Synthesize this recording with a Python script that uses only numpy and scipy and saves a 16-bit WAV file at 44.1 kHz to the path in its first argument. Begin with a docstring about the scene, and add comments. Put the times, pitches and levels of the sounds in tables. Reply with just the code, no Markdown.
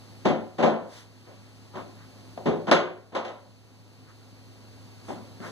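"""Slow steps in a barn workshop

Someone carrying a camera walks unevenly over a plank floor. Each shoe touches, lands and settles;
the boards boom and the room rings on. A few light knocks sound close by, shoes scuff, and a machine
hums under a soft hiss. The camera turns its volume down after heavy steps, then slowly back up."""
import sys
import numpy as np
from scipy import signal
from scipy.fft import rfft, irfft, next_fast_len
from scipy.io import wavfile
from scipy.ndimage import uniform_filter1d, minimum_filter1d

SR = 44100
rng = np.random.default_rng(int(sys.argv[2]) if len(sys.argv) > 2 else 0)


def master(y):
    """Save y as 16-bit WAV."""
    cut = np.clip(np.atleast_2d(y).T, -1, 1)
    pcm = np.round(cut * 32767)  # scale
    wavfile.write(sys.argv[1], SR, pcm.astype(np.int16))


N = 242991

# How long the barn rings. Each row: frequency in Hz, seconds to fade by 60 dB.
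RING_TIMES = [(120, 0.43), (320, 0.47), (600, 0.47), (1200, 0.44), (2200, 0.42), (5800, 0.3), (12000, 0.25)]


def footstep(start, force_db, thud_db, click_db, early_s, touch_db, late_s, plank_hz, ring_db):
    """A shoe touches a plank, lands and settles: three blows, each with its start time."""
    # Contact time doubles for each 18.5 dB less force and halves for each 3 dB more click.
    contact_s = 0.0025 * 2 ** (-force_db / 18.5 - click_db / 3)
    touch = plank_blow(force_db + touch_db, 0, -3, plank_hz, ring_db,
                       contact_s=0.015, knock_s=0.091, tail_db=0, knock_db=-15.5)
    land = plank_blow(force_db, thud_db, click_db, plank_hz, ring_db,
                      contact_s, knock_s=0.014, tail_db=-0.5)
    settle = plank_blow(force_db - 4.5, thud_db, click_db - 0.5, plank_hz, ring_db,
                        contact_s, knock_s=0.017, tail_db=-2.5)
    return [(start - early_s, touch), (start, land), (start + late_s, settle)]


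def plank_blow(force_db, thud_db, click_db, plank_hz, ring_db, contact_s, knock_s, tail_db, knock_db=-1):
    """One blow on wood: a short, close knock, then the long tail of floor and room."""
    # How a plank answers a shoe. Each row: frequency in Hz, level in dB.
    plank_tone = [(30, -32), (80, -17.5), (120, -12), (165, -2.5), (300, 0.5), (720, -3), (1100, -9),
                  (1700, -14), (2200, -14), (3500, -18), (4700, -25.5), (6500, -31), (8500, -41.5),
                  (14000, -58.5)]
    # The floor's own notes. Each row: pitch in Hz, width in Hz, boost in dB.
    floor_notes = [(165.5, 12, 4), (221.7, 16.7, 8), (365.2, 24.3, 8), (517.5, 20, 6.5), (577.5, 39, 7),
                   (677, 19, 4), (741, 16.5, 6), (1033, 44, 6.5), (1267, 6, 4), (1380, 14, 4.5),
                   (1494, 8.3, 4.5)]
    tail = barn_echoes()
    t = np.arange(tail.shape[1]) / SR
    press = 1 - np.exp(-t / max(contact_s, 1e-4))
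    strength = amp(tail_db) + amp(knock_db) * np.exp(-t / knock_s)
    blow = press * (tail * strength + sole_snap(t))
    hz = np.fft.rfftfreq(2 ** 14, 1 / SR)
    notes_db = sum(db / (1 + (2 * (hz - pitch) / width) ** 2) for pitch, width, db in floor_notes)
    wood_db = look_up(plank_tone, hz) + notes_db + 3 * bump(hz, plank_hz, octaves=0.41)
    # Weight on the heel adds bass; a hard edge of the sole adds treble.
    shoe_db = look_up([(220, thud_db), (520, 0), (900, 0.014), (3200, click_db)], hz)
    colour = tone_filter(wood_db + shoe_db) / np.linalg.norm(tone_filter(wood_db))
    body = signal.fftconvolve(blow, colour[None], axes=1)[:, :len(t)]
    # The struck plank sings on at its own pitch.
    fade = amp(ring_db - 60 * t / look_up(RING_TIMES, plank_hz))
    ring = np.sin(2 * np.pi * (plank_hz * t + rng.random((2, 1)))) * press * fade
    return amp(force_db) * (body + ring)


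def sole_snap(t, boost_db=12, fade_s=0.0034, above_hz=2800):
    """The sole's edge makes a bright crack, gone in a few milliseconds."""
    high_pass = signal.butter(2, above_hz, "highpass", fs=SR, output="sos")
    bright = signal.sosfilt(high_pass, rng.standard_normal((2, len(t))))
    return amp(boost_db) * np.exp(-t / fade_s) * bright


def barn_echoes(samples=32768):
    """Countless echoes blur into noise, and each pitch range fades at its own speed."""
    hz, t, bands = signal.stft(rng.standard_normal((2, samples)), SR, nperseg=256)
    fade = amp(-60 * t / look_up(RING_TIMES, hz)[:, None])
    tail = signal.istft(bands * fade, SR, nperseg=256)[1][:, :samples]
    # Even out chance peaks so that no pitch sticks out.
    spectrum = rfft(tail, 2 * samples)
    power = uniform_filter1d(abs(spectrum) ** 2, size=161, axis=1)
    smooth_power = uniform_filter1d(power, size=3001, axis=1)
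    return irfft(spectrum * np.sqrt(smooth_power / power))[:, :samples]


def light_knock(force_db, thud_db, click_db, pitch_hz, knock_s=0.0018):
    """A brief, hollow knock on wood, so close that the room hardly answers."""
    knock = plank_blow(force_db, thud_db, click_db, pitch_hz,
                       ring_db=-34, contact_s=0.0015, knock_s=knock_s, tail_db=-16)
    t = np.arange(knock.shape[1]) / SR
    ping = np.sin(2 * np.pi * pitch_hz * t) * t / knock_s * np.exp(-t / knock_s)
    return knock + amp(force_db + 3) * ping


def scuffs(rasp_db=16, rasp_octaves=0.69):
    """Soles and clothes brush in soft swells of noise, each with a rasp at its own pitch."""
    # Each row: time of the peak in seconds, level in dB, half length in seconds, rasp pitch in Hz.
    swells = [(0.97, -44, 0.05, 4770), (1.382, -60.5, 0.33, 4530), (1.787, -41.5, 0.029, 1043),
              (2.022, -55, 0.03, 1500), (4.098, -53.5, 0.018, 1380), (4.23, -62, .015, 1140),
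              (5.105, -54.5, 0.042, 5830), (5.456, -42, 0.024, 1520), (5.476, -49.5, 0.04, 4800)]
    # The tone of rubbing. Each row: frequency in Hz, level in dB.
    rub_tone = [(200, -36), (900, 11), (2000, 6.5), (4200, -9), (6500, -10), (9000, -8.5), (14000, -14)]
    t, out = np.arange(N) / SR, np.zeros((2, N))
    for peak_s, db, half_s, rasp_hz in swells:
        rub = noise(lambda hz: amp(look_up(rub_tone, hz) + rasp_db * bump(hz, rasp_hz, rasp_octaves)))
        out += rub * amp(db) * np.exp(-0.5 * ((t - peak_s) / half_s) ** 2)
    return out


def machine_hum(waver=0.24):
    """A machine holds low, steady tones; a narrow band of noise makes each one waver."""
    # Each row: pitch in Hz, level in dB, width of the wavering in Hz.
    tones = [(106.3, -50.5, 18), (202, -67, 8), (258.3, -60, 5)]
    t, out = np.arange(N) / SR, np.zeros((2, N))
    offset = np.array([[0], [1 / 4]])  # right is a quarter of a cycle ahead
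    for pitch, db, width in tones:
        steady = np.sqrt(2) * np.cos(2 * np.pi * (pitch * t + rng.random() + offset))
        wobble = noise(lambda hz: 1 / (1 + ((hz - pitch) / width) ** 2))
        out += amp(db) * unit(steady + waver * wobble)
    return out


def air_hiss(level_db=-51):
    """The workshop's air makes a soft, steady hiss."""
    # Each row: frequency in Hz, relative level in dB.
    air_tone = [(25, -24), (60, -9), (110, -3), (260, -4.5), (400, -8), (700, -12), (1100, -16),
                (1700, -21), (2600, -17), (3400, -23.5), (4400, -16.5), (5400, -23), (8000, -28),
                (14500, -36.5)]
    return amp(level_db) * noise(lambda hz: amp(look_up(air_tone, hz)))


def microphones(pair, balance, swing_hz=2570):
    """Two spaced microphones: the bass arrives out of step, and higher pitches go in and out of step."""
    # Each row: frequency in Hz, how alike left and right are from 0 to 1.
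    likeness = [(40, 0.45), (120, 0.92), (380, 0.61), (1200, 0.87), (2600, 0.92), (4000, 0.75),
                (13000, 0.65)]
    # Each row: frequency in Hz, how far the left wave is ahead in radians.
    left_lead = [(100, -1.96), (300, -0.96), (600, -0.79), (1300, 0.12)]
    hz = np.fft.rfftfreq(N, 1 / SR)
    alike = look_up(likeness, hz)
    middle, side = rfft(pair) * np.sqrt([(1 + alike) / 2, (1 - alike) / 2])
    swing = 2 * np.pi * np.maximum(hz / swing_hz - 0.5, 0)
    phase = look_up(left_lead, hz) + swing - 0.079 * np.sin(2 * swing)
    shift = np.exp(0.5j * phase) * amp(look_up(balance, hz) / 2)
    return irfft(np.array([(middle + side) * shift, (middle - side) / shift]), N)


def amp(db):
    """Turns decibels into a number to multiply by."""
    return 10 ** (np.asarray(db) / 20)


def unit(sound):
    """Scales a sound to an average power of 1."""
    return sound / np.sqrt(np.mean(sound ** 2) + 1e-20)


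def look_up(table, hz):
    """Reads a table at any frequency, sliding between its rows along a musical scale."""
    row_hz, values = np.transpose(table)
    return np.interp(np.log(hz + 1), np.log(row_hz + 1), values)


def bump(hz, centre_hz, octaves):
    """A bell-shaped hill of height 1 around one pitch."""
    return np.exp(-0.5 * (np.log2((hz + 1) / centre_hz) / octaves) ** 2)


def add(mix, start, sound):
    """Mixes a sound in at a start time in seconds."""
    part = mix[:, round(start * SR):][:, :sound.shape[1]]
    part += sound[:, :part.shape[1]]


def noise(gain):
    """Two unrelated noises of power 1, their tone shaped by gain(hz)."""
    size = next_fast_len(N, True)
    white = rfft(rng.standard_normal((2, size)))
    return unit(irfft(white * gain(np.fft.rfftfreq(size, 1 / SR)), size)[:, :N])


def tone_filter(db):
    """A filter with the given tone that answers as early as it can (minimum phase)."""
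    log_gain = np.log(amp(np.r_[db, db[-2:0:-1]]))
    spectrum = np.exp(np.conj(signal.hilbert(log_gain)))
    return np.fft.ifft(spectrum).real[:len(db)]


def scene():
    """Steps and knocks a little to the left, with scuffs, hum and hiss around them."""
    # Each row: landing time in seconds, force in dB, extra thud in dB, extra click in dB,
    # seconds from first touch to landing, touch force in dB relative to the landing,
    # seconds from landing to settling, the plank's pitch in Hz, its ring in dB.
    steps = [ (0.252, -13, 4.5, -1, 0.0051, -6.5, 0.031, 741.7, -7),
             (0.6253, -6.5, -2.5, -4.5, 0.044, -7.5, 0.03, 678, -18),
             (1.262, -40, -7, -0.5, 0.0053, -22.5, 0.034, 387, -27),
             (1.753, -34, 3.5, 1, 0.019, -2, 0.027, 984, -5),
             (2.457, -18, 7, -3.5, 0.0022, -4, 0.018, 418.4, -2.5),
             (2.7126, -4.5, -5, 3, 0.044, -12.5, 0.011, 1423, -14),
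             (3.149, -17, -13.5, 0.5, 0.03, -11.5, 0.014, 1018, -14.5),
             (3.247, -25.5, -13.5, 2.5, 0.0053, -17, 0.031, 762, -28),
             (5.082, -36, 9.5, 0.5, 0.008, -4.5, 0.022, 976, -14),
             (5.434, -37, 2, -4, 0.024, -1, 0.021, 1360, -9)]
    # Each row: start in seconds, force in dB, extra thud in dB, extra click in dB, pitch in Hz.
    knocks = [(2.376, -21, -4.5, -18, 690), (5.104, -22, -19, -24, 797), (5.402, -31.5, 11, -9, 310)]
    # Each row of both balances: frequency in Hz, how much louder the left is in dB.
    wood_balance = [(60, -1), (160, 5.5), (330, 1.5), (600, 1.5), (1000, 0)]
    room_balance = [(250, 0.0), (900, 0.1)]
    wood = np.zeros((2, N))
    for step in steps:
        for start, sound in footstep(*step):
            add(wood, start, sound)
    for start, *knock in knocks:
        add(wood, start, light_knock(*knock))
    room = machine_hum() + air_hiss() + scuffs()
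    return microphones(wood, wood_balance) + microphones(room, room_balance)


def record(dry, threshold_db=-23, squeeze=0.46, hold_s=0.14, recovery_db_per_s=4.0, top_hz=15000):
    """The camera's volume drops on a loud step, holds and creeps back; the highest treble is cut."""
    power = abs(uniform_filter1d((dry ** 2).mean(0), size=1101))
    cut_db = squeeze * np.maximum(10 * np.log10(power + 1e-12) - threshold_db, 0)
    half_hold = round(hold_s * SR / 2)
    held_db = -minimum_filter1d(-cut_db, 2 * half_hold + 1, origin=half_hold, mode="constant")
    climb_db = recovery_db_per_s * np.arange(N) / SR
    volume_db = climb_db - np.maximum.accumulate(held_db + climb_db)
    low_pass = signal.firwin(1023, top_hz, window=("kaiser", 9), fs=SR)
    return signal.oaconvolve(dry * amp(volume_db), low_pass[None], "same", axes=1)


dry = scene()
out = record(dry)
master(out)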